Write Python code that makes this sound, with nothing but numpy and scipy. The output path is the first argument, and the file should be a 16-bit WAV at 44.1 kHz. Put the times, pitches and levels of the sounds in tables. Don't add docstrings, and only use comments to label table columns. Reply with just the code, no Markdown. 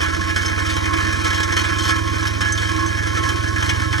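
import sys
import numpy as np
from scipy import signal
from scipy.fft import rfft, irfft, next_fast_len
from scipy.io import wavfile
from scipy.ndimage import uniform_filter1d

SR = 44100
rng = np.random.default_rng(int(sys.argv[2]) if len(sys.argv) > 2 else 0)


def wrap_up_sound(samples):
    columns = np.atleast_2d(samples).T
    tamed = np.clip(columns, -1, 1)
    steps = np.round(tamed * 32767).astype(np.int16)
    wavfile.write(sys.argv[1], SR, steps)


N = 176400


def amp(db):
    return 10 ** (np.asarray(db) / 20)


def unit(x):
    return x / np.sqrt(np.mean(x ** 2) + 1e-20)


def decay(t, t60):
    return np.exp(-np.log(1000) * t / t60)


def along(points, hz):
    knots, values = np.transpose(points)
    return np.interp(np.log(hz + 1), np.log(knots + 1), values)


def curves(rows):
    times, *columns = np.transpose(rows)
    return [np.interp(np.arange(N) / SR, times, column) for column in columns]


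def filtered(x, response):
    size = next_fast_len(N + SR // 2)
    return irfft(rfft(x, size) * response(np.fft.rfftfreq(size, 1 / SR)), size)[..., :N]


def coloured(x, spectrum, size=4096):
    cepstrum = irfft(np.log(amp(along(spectrum, np.fft.rfftfreq(size, 1 / SR)))))
    cepstrum[1:size // 2] *= 2
    cepstrum[size // 2 + 1:] = 0
    impulse = irfft(np.exp(rfft(cepstrum)))
    return signal.fftconvolve(x, impulse[None] / np.linalg.norm(impulse), axes=1)[:, :N]


def struck(blows, answer):
    return signal.oaconvolve(blows[None], answer / np.linalg.norm(answer[0]), axes=1)[:, :N]


def ring(blows, hz, t60):
    force = np.zeros((2, N))
    at = np.flatnonzero(blows)
    spot = rng.uniform(-0.99, 1, (N // 16, 2))[:len(at)].T
    force[:, at] = blows[at] * np.cbrt(spot) * np.sqrt(5 / 3)
    radius, angle = decay(1 / SR, t60), 2 * np.pi * hz / SR
    poles = [1, -2 * radius * np.cos(angle), radius ** 2]
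    return signal.lfilter([1, 0, -1], poles, force) * np.sqrt((1 - radius ** 2) / 2)


def burst(blows, t60, spots=12, bands=14, colour_spread_db=3):
    t = np.arange(SR // 8) / SR
    hz, knots = np.fft.rfftfreq(len(t), 1 / SR), np.geomspace(600, 20000, bands)
    spot, out = rng.integers(spots, size=N), np.zeros((2, N))
    for k in range(spots):
        colour = amp(colour_spread_db * np.interp(hz, knots, rng.standard_normal(bands)))
        noise = irfft(rfft(rng.standard_normal((2, len(t)))) * colour, len(t))
        out += struck(blows * (spot == k), noise * decay(t, t60))
    return out


def lesser_modes(blows, low_hz, high_hz, count, spots=8, t60=0.095):
    t = np.arange(SR // 5) / SR
    hz = low_hz + (high_hz - low_hz) * (np.arange(count) + rng.random(count)) / count
    modes = np.sin(2 * np.pi * hz[:, None] * t) * decay(t, t60)
    spot, out = rng.integers(spots, size=N), np.zeros((2, N))
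    for k in range(spots):
        mix = rng.standard_normal((2, count))
        out += struck(blows * (spot == k), (mix * abs(mix)) @ modes)
    return out


# (time [s], clatter [dB], treble [dB])
STREAM_LEVELS = [(0, -22.5, -27.5), (.1, -27.5, -32.5), (.3, -30, -34.5), (.42, -27, -29.5),
                 (.53, -28, -37), (.72, -26.5, -30), (.88, -26, -33), (1, -26, -31.5), (1.11, -28, -35),
                 (1.27, -25.5, -31.5), (1.5, -26, -32.5), (1.59, -24, -25), (1.72, -24.5, -31.5),
                 (1.83, -28.5, -26), (1.9, -23, -26), (2, -31, -36.5), (2.25, -28, -32.5),
                 (2.37, -32.5, -38), (2.45, -25, -32), (2.53, -33, -36.5), (2.65, -28.5, -32),
                 (2.95, -29.5, -36), (3.25, -28, -32.5), (3.54, -31.5, -35), (3.65, -30, -31.5),
                 (3.8, -27.5, -33), (4, -36, -38.5)]
# (time [s], length [s], relative clatter [dB], relative treble [dB])
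HARD_CLUMPS = [(0.3614, .011, -6, -24), (0.463, .008, -34, -37), (0.5767, 0.015, -10.5, -37),
               (0.662, 0.011, -22, -27.5), (0.700, .02, -19.5, -26.5), (0.835, 0.013, -20, -40),
               (0.934, .01, -12, -30.5), (1.125, 0.011, -32, -29), (1.2435, .014, -13, -24.5),
               (1.267, 0.02, -11.5, -27.5), (1.345, 0.017, -28, -26), (1.402, 0.0062, -21, -27.5),
               (1.4305, .014, -13, -25), (1.566, 0.019, -7.5, -21), (1.612, .008, -31, -37),
               (1.786, .018, -12, -26), (1.8486, 0.018, -17, -26), (1.879, 0.043, -12, -24.5),
               (2.2694, 0.016, -32, -27), (2.4068, .012, -10, -25.5), (2.5754, 0.011, -42, -27),
               (3.0685, 0.013, -13.5, -29), (3.172, .004, -13.5, -32), (3.2884, .02, -12, -26),
               (3.561, 0.0041, -11.5, -45), (3.624, .007, -7.5, -28), (3.692, .016, -7.5, -23),
               (3.7968, .01, -16.5, -32), (3.927, 0.017, -9.5, -28.5), (3.9804, .012, -14, -30)]


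def cube_blows(blows_per_s=420, size_spread_db=5.5, hardness_spread_db=2, clump_cubes=5):
    chance, size, hardness = rng.random(N), rng.standard_normal(N), rng.standard_normal(N)
    weight = (chance < blows_per_s / SR) * amp(size_spread_db * np.clip(size, -2, 2))
    edge = weight * amp(hardness_spread_db * np.clip(hardness, -2, 2))
    clatter_db, treble_db = curves(STREAM_LEVELS)
    low = unit(weight) * amp(clatter_db - clatter_db.mean())
    high = unit(edge) * amp(treble_db - treble_db.mean())
    low_trim_db, high_trim_db = -27.5, -14.5
    for start, length, low_db, high_db in HARD_CLUMPS:
        lag = np.append(0, (np.arange(clump_cubes - 1) + rng.random(clump_cubes - 1)) / (clump_cubes - 1))
        at = np.minimum(((start + length * lag) * SR).astype(int), N - 1)
        push = amp(-10 * lag) * np.sqrt(SR / clump_cubes)
        low[at] += push * amp(low_trim_db + low_db - clatter_db.mean())
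        high[at] += push * amp(high_trim_db + high_db - treble_db.mean())
    return low, high


# (frequency [Hz], level [dB], t60 [s])
CHUTE_MODES = [(479, -38.5, 0.024), (667, -45.5, 0.095), (861.2, -41, 0.4), (1010, -45.5, 0.29),
               (1315, -36.5, 0.21), (1349, -41.5, 0.47), (1505, -42, 0.53), (1635, -40.5, 0.24),
               (1686, -30, 0.33), (1779, -35, 0.28), (1917, -41.5, 0.13), (1983, -46, 0.31),
               (2074, -47.5, 0.34), (2186, -40.5, 0.24), (2257, -43.5, 0.37), (2430, -38, 0.22),
               (2847, -48, 0.3), (3090, -42, 0.047), (3132, -40, 0.24), (3391, -47.5, 0.11),
               (3860, -53.5, 0.62), (4327, -48, 0.082), (5363, -43.5, .08), (6290, -45.5, 0.09),
               (7780, -51.5, 0.075)]
# (frequency [Hz], relative density [dB])
CLATTER_SPECTRUM = [(500, -41.5), (780, -14), (1020, -4.5), (1400, -17), (1750, -1.5), (2300, -4.5),
                    (2700, -5.5), (3500, -43)]
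# (frequency [Hz], relative density [dB])
CRACK_SPECTRUM = [(1500, -27), (2700, -7), (3300, 2.5), (4000, 3), (4700, 2), (5500, 7.5), (6400, 1.5),
                  (7100, -3.5), (8400, -6.5), (9300, -6.5), (11300, -3), (13000, 1)]


def chute(treble_from_hz=2700):
    low, high = cube_blows()
    modes = sum(amp(db) * ring(low if hz < treble_from_hz else high, hz, t60)
                for hz, db, t60 in CHUTE_MODES)
    clatter = amp(-35.5) * burst(low, t60=0.11)
    crack = amp(-39.5) * burst(high, t60=0.045)
    faint_treble = amp(-39.5) * lesser_modes(high, 3200, 12000, count=80)
    rustle = amp(-37) * rng.standard_normal((2, N))
    faint_middle = amp(-37) * lesser_modes(low, 991, 2350, count=26)
    treble = coloured(crack + faint_treble + rustle, CRACK_SPECTRUM)
    return modes + faint_middle + coloured(clatter, CLATTER_SPECTRUM) + treble


# (frequency [Hz], relative density [dB])
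CHURN_SPECTRUM = [(40, -46), (100, -4), (135, -5), (220, -6), (290, -9.5), (370, -7), (480, -8.5),
                  (660, -5), (780, -33.5), (1200, -37)]
# (time [s], level [dB])
WALL_SWINGS = [(0, -32), (.27, -30), (.5, -36), (.7, -32), (.98, -23), (1.1, -32), (1.25, -30), (1.75, -29),
               (1.95, -26.5), (2.15, -30.5), (2.6, -38), (2.83, -22), (3, -40.5), (3.3, -24), (3.4, -31.5),
               (4, -31.5)]
# (frequency [Hz], level [dB], t60 [s], share of the swings followed [0-1])
WALL_MODES = [(287.2, -40.5, 0.13, 0.082), (323.75, -33, 0.43, 0.67), (1082, -32.5, 0.21, 0.88)]


def hopper(bumps_per_s=400, churn_db=-34.5):
    level_db, = curves(WALL_SWINGS)
    bumps = 1. * (rng.random(N) < bumps_per_s / SR)
    out = amp(churn_db) * coloured(rng.standard_normal((2, N)), CHURN_SPECTRUM)
    for hz, db, t60, share in WALL_MODES:
        tone = unit(ring(bumps, hz, t60))
        power = abs(uniform_filter1d(tone ** 2, size=SR // 7))
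        even_tone = tone / np.sqrt(power + .05)
        out += even_tone * amp(db + share * (level_db - level_db.mean()))
    return out


# (time [s], speed [turns/s])
DRIVE_SPEED = [(0.0, 17.13), (0.15, 17.39), (0.45, 18.96), (0.85, 19.51), (1.2, 19.13), (1.5, 18.91),
               (2.0, 20.23), (2.6, 20.33), (3.2, 20.27), (3.55, 20.75), (4.0, 22.7)]
# (order [multiple of the speed], level [dB])
DRIVE_ORDERS = [(2, -50.5), (3, -32.5), (4, -26.5), (5, -24), (7, -49.5), (8, -54)]


def auger_drive(phase_turns=.436, lift_db_per_hz=1.5):
    speed, = curves(DRIVE_SPEED)
    turns = np.cumsum(speed) / SR - phase_turns
    lift_db = lift_db_per_hz * (speed - speed.mean())
    return -sum(amp(db + lift_db * (order < 5)) * np.sin(2 * np.pi * order * turns)
                for order, db in DRIVE_ORDERS)


# (frequency [Hz], relative level [dB], t60 [s])
BRACKET_MODES = [(5300, -10, 0.049), (6270, 5, 0.13), (7800, 0, 0.043), (8080, -26, .07), (8800, -12, 0.11)]
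# (time [s], level [dB], lift of the lowest mode [dB], relative snap [dB])
BRACKET_HITS = [(0.461, -31, 24.5, 2), (2.415, -40.5, 29, 3), (2.5226, -24, 5, 7), (2.862, -31.5, 2, -6)]


def bracket_pings(snap_t60=.036):
    out, t = np.zeros(N + SR), np.arange(SR // 4) / SR
    bright = signal.butter(2, [5200, 11000], 'bandpass', fs=SR, output='sos')
    for start, level_db, lift_db, snap_db in BRACKET_HITS:
        tone = sum(amp(db + lift_db * (k == 0)) * decay(t, t60) * np.sin(2 * np.pi * hz * t)
                   for k, (hz, db, t60) in enumerate(BRACKET_MODES))
        snap = signal.sosfilt(bright, rng.standard_normal(len(t)) * decay(t, snap_t60))
        out[round(start * SR):][:len(t)] += amp(level_db) * (tone + amp(snap_db) * snap)
    return out[:N]


# (frequency [Hz], side gain [ratio])
STEEL_WIDTH = [(100, 0.11), (600, 0.2), (1100, 0.27), (2000, 0.17), (3000, 0.39), (3700, 0.25),
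               (4600, 0.024), (7200, 0.026), (8200, 0.52), (12000, 0.13)]


def scene():
    mid, side = chute() + hopper()
    side = filtered(side, lambda hz: along(STEEL_WIDTH, hz))
    return mid + auger_drive() + bracket_pings() + np.array([side, -side])


# (frequency [Hz], left minus right [dB])
PORT_BALANCE = [(100, -5.5), (230, -11), (370, -10.5), (450, -2.5), (930, 3), (1090, -5), (1300, -3.5),
                (1500, -13.5), (1720, -6), (1860, 1), (2600, -1.5), (2850, 5), (3150, 3.5), (3400, 4.5),
                (4200, 0.33)]
# (frequency [Hz], lead of the left [rad])
PORT_LEAD = [(90, -1), (230, -1.6), (330, -2.2), (450, -2.9), (700, -3.6), (950, -3.6), (1070, -5.7),
             (1350, -4.7), (1700, -4.9), (1900, -3.9), (2060, -5.2), (2350, -3.9), (2850, -3.9),
             (3130, -5.3), (3400, -6.28), (7400, -6.28), (10000, -7.8), (12400, -9.3)]


def record(dry, top_hz=12600):
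    half = np.array([[.5], [-.5]])

    def ports(hz):
        gain = amp(half * along(PORT_BALANCE, hz))
        return gain * np.exp(1j * half * along(PORT_LEAD, hz)) * (hz < top_hz)
    return filtered(dry, ports)


dry = scene()
out = record(dry)
wrap_up_sound(out)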